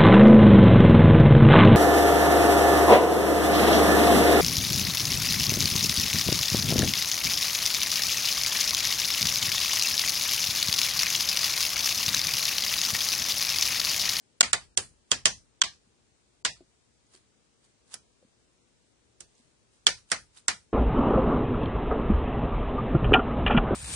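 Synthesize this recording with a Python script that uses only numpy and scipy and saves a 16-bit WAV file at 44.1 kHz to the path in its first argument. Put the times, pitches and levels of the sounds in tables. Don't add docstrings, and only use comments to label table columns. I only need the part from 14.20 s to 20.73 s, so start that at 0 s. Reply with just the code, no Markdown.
import sys
import numpy as np
from scipy import signal
from scipy.io import wavfile
from scipy.ndimage import uniform_filter1d

SR = 44100
rng = np.random.default_rng(int(sys.argv[2]) if len(sys.argv) > 2 else 0)


def field_ratio(decibels):
    return 10 ** (np.asarray(decibels, dtype=float) / 20)


def pcm_store(signal):
    levels = np.round(np.clip(np.atleast_2d(signal), -1, 1) * 32767)
    wavfile.write(sys.argv[1], SR, levels.astype(np.int16).T)


N = 287884

# time in seconds, peak in dB [dB],
# cabin under the peak in dB, left-right balance as the hand shades it in dB, body near 1.5 kHz in dB.
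DETENTS = [(0.2078, -1, -15, 0, 0), (0.331, -8.5, -14.5, -2.5, 3), (0.574, -12, -15, -6.5, -7),
           (0.9158, -10.5, -12.5, -4.5, -1), (1.0553, -5.5, -13, -3, -3), (1.4164, -4, -16.5, 1.5, 0.1),
           (2.249, -22.5, -0.5, -0.5, 2), (3.7403, -33, -13.5, -7.5, -3.5), (5.005, -39, -11, -9.5, -7.3),
           (5.6671, -3.5, -15, 0.76, -1.5), (5.9166, -16, -9, -4, 4), (6.2817, -12.5, -11.5, -2, 3.5)]
COLOUR_HZ = [70, 450, 1500, 3000, 5000, 8500]
# frequency in Hz, width in Hz, level in dB.
KNOB_MODES = [(870, 450, -20), (1469, 130, -11), (2600, 2000, -1), (2860, 260, 0.5), (3314, 150, -2),
              (4300, 190, -4.5), (4660, 200, -4), (5430, 110, -10.5), (5900, 130, -6.5), (6570, 390, -0.5),
              (7530, 210, -6), (8380, 540, -2)]
# frequency in Hz, level in dB, T60 in seconds.
PANEL_MODES = [(747, -3, 0.21), (1027, -15.5, 0.16), (1170, -18.5, 1.4), (1519, -6, 0.17),
               (1773, -6.5, 0.16), (2005, -8.5, 0.14), (2515, -11.5, 0.31), (2700, 4, 0.15),
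               (3180, -5, 1.6), (3133, 3, 0.085), (2980, -5.5, 0.12), (3830, -24.5, 5.0),
               (4167, -28.5, 0.59), (4640, -16.5, 5.0)]
# frequency in Hz, density in dB per Hz.
SNAP_SPECTRUM = [(24, -47.5), (40, -27), (776, -25.5), (1150, -15.5), (1390, -3), (2610, -9), (3460, -0.5),
                 (3980, -10), (6050, -2.5), (8010, 6.5), (11300, -25), (13800, -59), (22000, -120)]
# frequency in Hz, density in dB per Hz.
CABIN_SPECTRUM = [(24, -40), (40, -14), (305, -11.5), (510, -9), (723, -5.5), (1030, -7), (1150, -2.5),
                  (1460, 0), (3150, -1.5), (3460, -5), (4790, -1.5), (8010, -13.5), (11300, -20),
                  (13800, -54), (22000, -120)]
# frequency in Hz, T60 in seconds.
CABIN_T60 = [(60, 0.56), (300, 0.16), (1000, 0.17), (3000, 0.18), (6000, 0.21), (11000, 0.27)]
# frequency in Hz, likeness (0 to 1).
CABIN_ALIKE = [(60, .45), (500, .6), (1100, 0.3), (11000, 0.063)]
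# time in seconds, peak in dB, pitch in Hz.
TAPS = [
    (1.669, -60, 213.9),
    (2.407, -49, 350),
    (2.4075, -55, 656),
    (2.417, -53.5, 277),
    (2.947, -51.5, 374),
    (4.027, -53.5, 520),
    (4.049, -54, 232),
    (4.499, -66, 205),
    (5.199, -58, 246),
]
# time in seconds, peak in dB, pitch in Hz.
TICKS = [
    (2.8664, -56, 6620),
    (2.9477, -43.5, 4510),
    (2.9684, -51.5, 4430),
    (3.4491, -52, 7000),
    (3.7405, -16.5, 10480),
    (3.741, -29, 5510),
    (5.1527, -57, 6360),
    (5.5394, -61.5, 7670),
    (6.1709, -37.5, 3550),
    (6.1844, -48, 3970),
]
# time of the top in seconds,
# level in dB, rise in seconds, fade in seconds.
BRUSHES = [(0.9154, -30.5, 0.0078, .001), (2.948, -59, 0.046, 0.061), (3.448, -74.5, 0.038, .08),
           (3.734, -51.5, 0.048, 0.022), (3.747, -45.5, 0.01, 0.0067), (3.762, -73, .008, 0.059),
           (5.004, -59.5, 0.0043, 0.00069), (5.18, -76.5, 0.13, 0.21), (5.538, -75.5, 0.026, .12),
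           (5.9184, -39, 0.023, .001), (6.172, -54.5, .04, 0.049)]
# frequency in Hz, density in dB per Hz.
BRUSH_SPECTRUM = [(470, -40), (800, -5), (1980, -7), (2360, -8), (4140, -3), (5600, -5.5), (9010, -1.5),
                  (11300, -8), (13800, -45), (22000, -120)]
# frequency in Hz, density in dB per Hz.
HISS_SPECTRUM = [(15, -42), (25, -14), (48, -4.5), (67, 1.15), (86, -15.5), (120, 2), (151, -11),
                 (215, -7.5), (405, -10), (448, -10.5), (521, -13.5), (724, -17.5), (1710, -20.5),
                 (8660, -20), (11200, -26.5), (13800, -60), (22000, -120)]
# frequency in Hz, likeness (0 to 1).
HISS_ALIKE = [(40, .65), (120, 0.073), (300, 0.2), (600, 0.1183), (1100, 0.), (11000, 0)]
# frequency in Hz, left-right in dB.
HISS_BALANCE = [(60, -2.5), (170, 7), (470, 7), (1300, 6), (3640, 1.5), (10200, -1)]
# frequency in Hz, level in dB below which lines drop.
AUDIBLE = [(7000, -90), (8600, -76), (9600, -69), (10100, -63), (10500, -71), (10900, -70), (11400, -50)]

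EDGES_HZ = 25 * 2 ** np.arange(0, 9.1, 1 / 3)
CENTRES_HZ = np.sqrt(EDGES_HZ[1:] * EDGES_HZ[:-1])
SIDES = np.array([[1], [-1]])
HISS_DB = -70
LEAD_SAMPLES = 1200
STROKE_RANGE_DB = 25
LONG_START, SHORT_START = 365 - 1024, 813 - 1024
SHORT_TOP_HZ = 10800


def colour_db(hz):
    right_db, body_db = -np.array(DETENTS)[:, 3], np.array(DETENTS)[:, 4]
    thud_db = -1.1 + 1.3 * right_db
    middle_db = -1.5 - 0.21 * right_db
    edge_db = -2.5 + 1.2 * right_db
    rows = np.column_stack([thud_db, thud_db, body_db, middle_db, 0 * right_db, edge_db])
    return np.array([np.interp(np.log(hz), np.log(COLOUR_HZ), row) for row in rows])


def knob(crack_t60_s=0.0094, lag_s=0.00055, right_bright_db=6.0, chatter_db=-8.0, knob_db=-10.5, panel_db=-30.0):
    s, peak_db = np.transpose(DETENTS)[:2]
    t = np.arange(SR // 7) / SR
    impacts = field_ratio(chatter_db) * dying(t, crack_t60_s) * rng.standard_normal((len(s), len(t)))
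    impacts[:, 0] = 1
    late = np.roll(impacts, round(lag_s * SR), axis=1)
    drive = np.stack([late, impacts], axis=1)
    luck = rng.standard_normal((len(s), 2, len(KNOB_MODES) + len(PANEL_MODES)))
    pan_db = np.array(DETENTS)[:, 3:4] / 2 * SIDES.T
    out = 0
    for k, (hz, width_hz, mode_db) in enumerate(KNOB_MODES):
        level_db = (peak_db + colour_db(hz))[:, None] + mode_db + knob_db + 1.5 * luck[:, :, k]
        level_db = level_db + pan_db - right_bright_db * np.log2(hz / 3000) * SIDES.T
        ring = ringing(drive, hz, np.exp(-np.pi * width_hz / SR))
        out = out + (-1) ** k * field_ratio(level_db)[:, :, None] * ring
    for k, (hz, mode_db, t60_s) in enumerate(PANEL_MODES):
        level_db = (peak_db + colour_db(hz))[:, None] + mode_db + panel_db + 1.4 * luck[:, :1, -k - 1]
        ring = ringing(drive, hz, field_ratio(-60 / (np.clip(t60_s, .02, .1) * SR)))
        out = out + field_ratio(level_db)[:, :, None] * ring
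    out = signal.sosfilt(signal.butter(2, 600, "high", fs=SR, output="sos"), out)
    return place(out, s)


def panel_and_cabin(panel_t60_s=.045, panel_db=0.0, build_s=.001, lead_t60_s=0.011, early_pan=.4):
    s, peak_db = np.transpose(DETENTS)[:2]
    cabin_db, pan_db = np.transpose(DETENTS)[2:4, :, None, None]
    lead_db = -29 - 0.37 * pan_db
    t = np.arange(-LEAD_SAMPLES, SR // 4) / SR
    after = np.clip(t, 0, 1)
    lead = field_ratio(lead_db + 60 * np.minimum(t, 0) / lead_t60_s) * (t < 0)
    build = 1 - np.exp(-after / build_s)
    out = 0
    for hz, pair in noise_bands(len(s), 1, len(t)):
        early_t60_s = panel_t60_s * (1 + 150 / hz)
        early = field_ratio(cabin_db + panel_db - 60 * after / early_t60_s) * (t >= 0) + lead
        early_db = at_hz(SNAP_SPECTRUM, hz) + early_pan * pan_db / 2 * SIDES
        early = field_ratio(early_db) / density_rms(SNAP_SPECTRUM) * early
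        late_db = cabin_db + at_hz(CABIN_SPECTRUM, hz) - 60 * after / at_hz(CABIN_T60, hz)
        late = field_ratio(late_db) / density_rms(CABIN_SPECTRUM) * build
        strength = field_ratio(peak_db + colour_db(hz) + 1.5 * rng.standard_normal(len(s)))[:, None, None]
        out = out + strength * (early + late) * stereo(pair, at_hz(CABIN_ALIKE, hz))
    return place(out, s - LEAD_SAMPLES / SR)


def taps(rows, t60_s, rough, pan_db):
    t = np.arange(SR // 8) / SR
    slips = rough * dying(t, t60_s) * rng.standard_normal((len(rows), len(t)))
    slips[:, 0] = 1
    r = field_ratio(-60 / (t60_s * SR))
    rings = [field_ratio(db) * ringing(slip, hz, r) for slip, (s, db, hz) in zip(slips, rows)]
    return place(np.array(rings)[:, None] * field_ratio(pan_db * SIDES), np.array(rows)[:, 0])


def hiss_and_brushes(rumble_flicker_db=-1.0, grain_db=4.0, brush_pan_db=-1.5):
    t, stroke = np.arange(N) / SR, np.zeros(N)
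    for s, level_db, rise_s, fade_s in BRUSHES:
        away = np.maximum((s - t) / max(rise_s, 1e-3), (t - s) / max(fade_s, 1e-3))
        stroke += field_ratio(level_db - STROKE_RANGE_DB * away)
    grain = uniform_filter1d(rng.standard_normal(N), size=100) * 10
    stroke = stroke * field_ratio(grain_db * grain + brush_pan_db * SIDES)
    slow = np.interp(t, np.arange(0, 7, .08), rng.standard_normal(88))
    out = 0
    for hz, pair in noise_bands(N):
        floor_db = HISS_DB + at_hz(HISS_SPECTRUM, hz) + at_hz(HISS_BALANCE, hz) / 2 * SIDES
        floor_db = floor_db + rumble_flicker_db * slow * (hz < 700)
        floor = field_ratio(floor_db + 2.5) / density_rms(HISS_SPECTRUM)
        brush = stroke * field_ratio(at_hz(BRUSH_SPECTRUM, hz) + 2.0) / density_rms(BRUSH_SPECTRUM)
        out = out + (floor + brush) * stereo(pair, at_hz(HISS_ALIKE, hz))
    return out


def at_hz(points, hz):
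    return np.interp(np.log(hz), np.log(np.array(points)[:, 0]), np.array(points)[:, 1])


def dying(seconds, t60_s):
    return field_ratio(-60 * seconds / t60_s)


def ringing(drive, hz, r):
    w = 2 * np.pi * hz / SR
    return signal.lfilter([0, np.sin(w)], [1, -2 * r * np.cos(w), r * r], drive)


def noise_bands(*shape):
    white = rng.standard_normal((2, 2, *shape))
    for k, hz in enumerate(CENTRES_HZ):
        band = signal.butter(2, EDGES_HZ[k:k + 2], "band", fs=SR, output="sos")
        yield hz, signal.sosfilt(band, white[k % 2])


def stereo(pair, alike):
    alike = np.clip(alike, -1, 1)
    return np.sqrt(1 + alike) * pair[0] + np.sqrt(1 - alike) * pair[1] * SIDES


def density_rms(spectrum):
    return np.sqrt(np.sum(field_ratio(2 * at_hz(spectrum, CENTRES_HZ)) * np.diff(EDGES_HZ)) * 4 / SR)


def place(pieces, times_s):
    out = np.zeros((2, N + pieces.shape[2]))
    for piece, s in zip(pieces, times_s):
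        out[:, round(s * SR):][:, :piece.shape[1]] += piece
    return out[:, :N]


def scene():
    fingertips = taps(TAPS, t60_s=0.077, rough=0.027, pan_db=1.0)
    nails = field_ratio(-13) * taps(TICKS, t60_s=0.015, rough=0.47, pan_db=-2.5)
    return knob() + panel_and_cabin() + fingertips + nails + hiss_and_brushes()


def lapped(x, start, size):
    n = np.arange(2 * size)[:, None] + .5
    window = np.sin(np.pi * n / (2 * size))
    basis = window * np.cos(np.pi / size * (n + size / 2) * n[:size].T) * np.sqrt(2 / size)
    count = (N - start) // size + 2
    padded = np.pad(x, ((0, 0), (-start, (count + 1) * size + start - N)))
    blocks = padded.reshape(2, count + 1, size)
    lines = blocks[:, :-1] @ basis[:size] + blocks[:, 1:] @ basis[size:]

    def back(lines):
        out = np.zeros_like(blocks)
        out[:, :-1] += lines @ basis[:size].T
        out[:, 1:] += lines @ basis[size:].T
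        return out.reshape(2, -1)[:, -start:N - start]
    return lines, back


def long_blocks(x, hole_share=0.08, sway_db=6.5, coarse=.5):
    lines, back = lapped(x, LONG_START, size=1024)
    count = lines.shape[1]
    hz = (np.arange(1024) + .5) * SR / 2048
    sway = np.repeat(rng.standard_normal((count, 64)), 16, axis=1)
    keep = np.abs(lines) > field_ratio(at_hz(AUDIBLE, hz) + sway_db * sway)
    busy = np.abs(lines[0, ::3]).mean(axis=1, keepdims=True) > field_ratio(-60)
    busy = np.pad(busy, ((0, count // 3 + 1 - len(busy)), (0, 0)))
    holes = rng.random((count // 3 + 1, 128)) < np.clip(hole_share, 0, 1) * (1 + 2.8 * busy)
    holes = np.repeat(np.repeat(holes, 3, axis=0), 8, axis=1)[:count] & (hz > 1000)
    coarse = np.full((count, 1), coarse)
    for s in np.array(DETENTS)[:, 0]:
        frame = int((s * SR - LONG_START) // 1024)
        holes[frame - 1:frame + 1] = False
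        coarse[frame - 1:frame + 1] = .002
    step = uniform_filter1d(np.abs(lines), size=24, axis=2) * coarse + 1e-9
    return back(np.round(lines / step) * step * keep * ~holes)


def short_blocks(x, hush_db=17, run_up_db=-60, snap_step_db=-32):
    lines, back = lapped(x, SHORT_START, size=128)
    hz = (np.arange(128) + .5) * SR / 256
    for s, peak_db in np.array(DETENTS)[:, :2]:
        snap = int((s * SR - SHORT_START) // 128)
        first, left = min((snap - 1) // 8 * 8, snap - 5), 7 - snap % 8
        growth_db = np.clip(1.2 * (peak_db + 4 * left - 12), 0, 11)
        quiet = np.median(np.abs(lines[:, first:snap - 2, hz < SHORT_TOP_HZ])) * field_ratio(hush_db)
        quiet = min(quiet, field_ratio(max(peak_db + snap_step_db + 8, run_up_db)))
        before = np.full(snap - 1 - first, quiet)
        after = field_ratio(peak_db + snap_step_db + growth_db * (np.arange(left + 1) + .4))
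        step = np.r_[before, field_ratio(run_up_db), after][:, None]
        group = lines[:, first:snap + left + 1]
        rounded = np.floor(np.abs(group) / step + .4) * step
        group[:] = np.sign(group) * rounded * (hz < SHORT_TOP_HZ)
    return back(lines)


def low_pass(x):
    return signal.sosfilt(signal.butter(12, 11400, fs=SR, output="sos"), x)


def record(dry):
    cut = signal.sosfilt(signal.cheby2(10, 60, 11800, fs=SR, output="sos"), dry)
    cut = signal.sosfilt(signal.butter(2, 45, "high", fs=SR, output="sos"), cut)
    thinned = short_blocks(long_blocks(cut))
    mix = np.clip(thinned, -1, 1)
    return low_pass(mix)


dry = scene()
out = record(dry)
pcm_store(out)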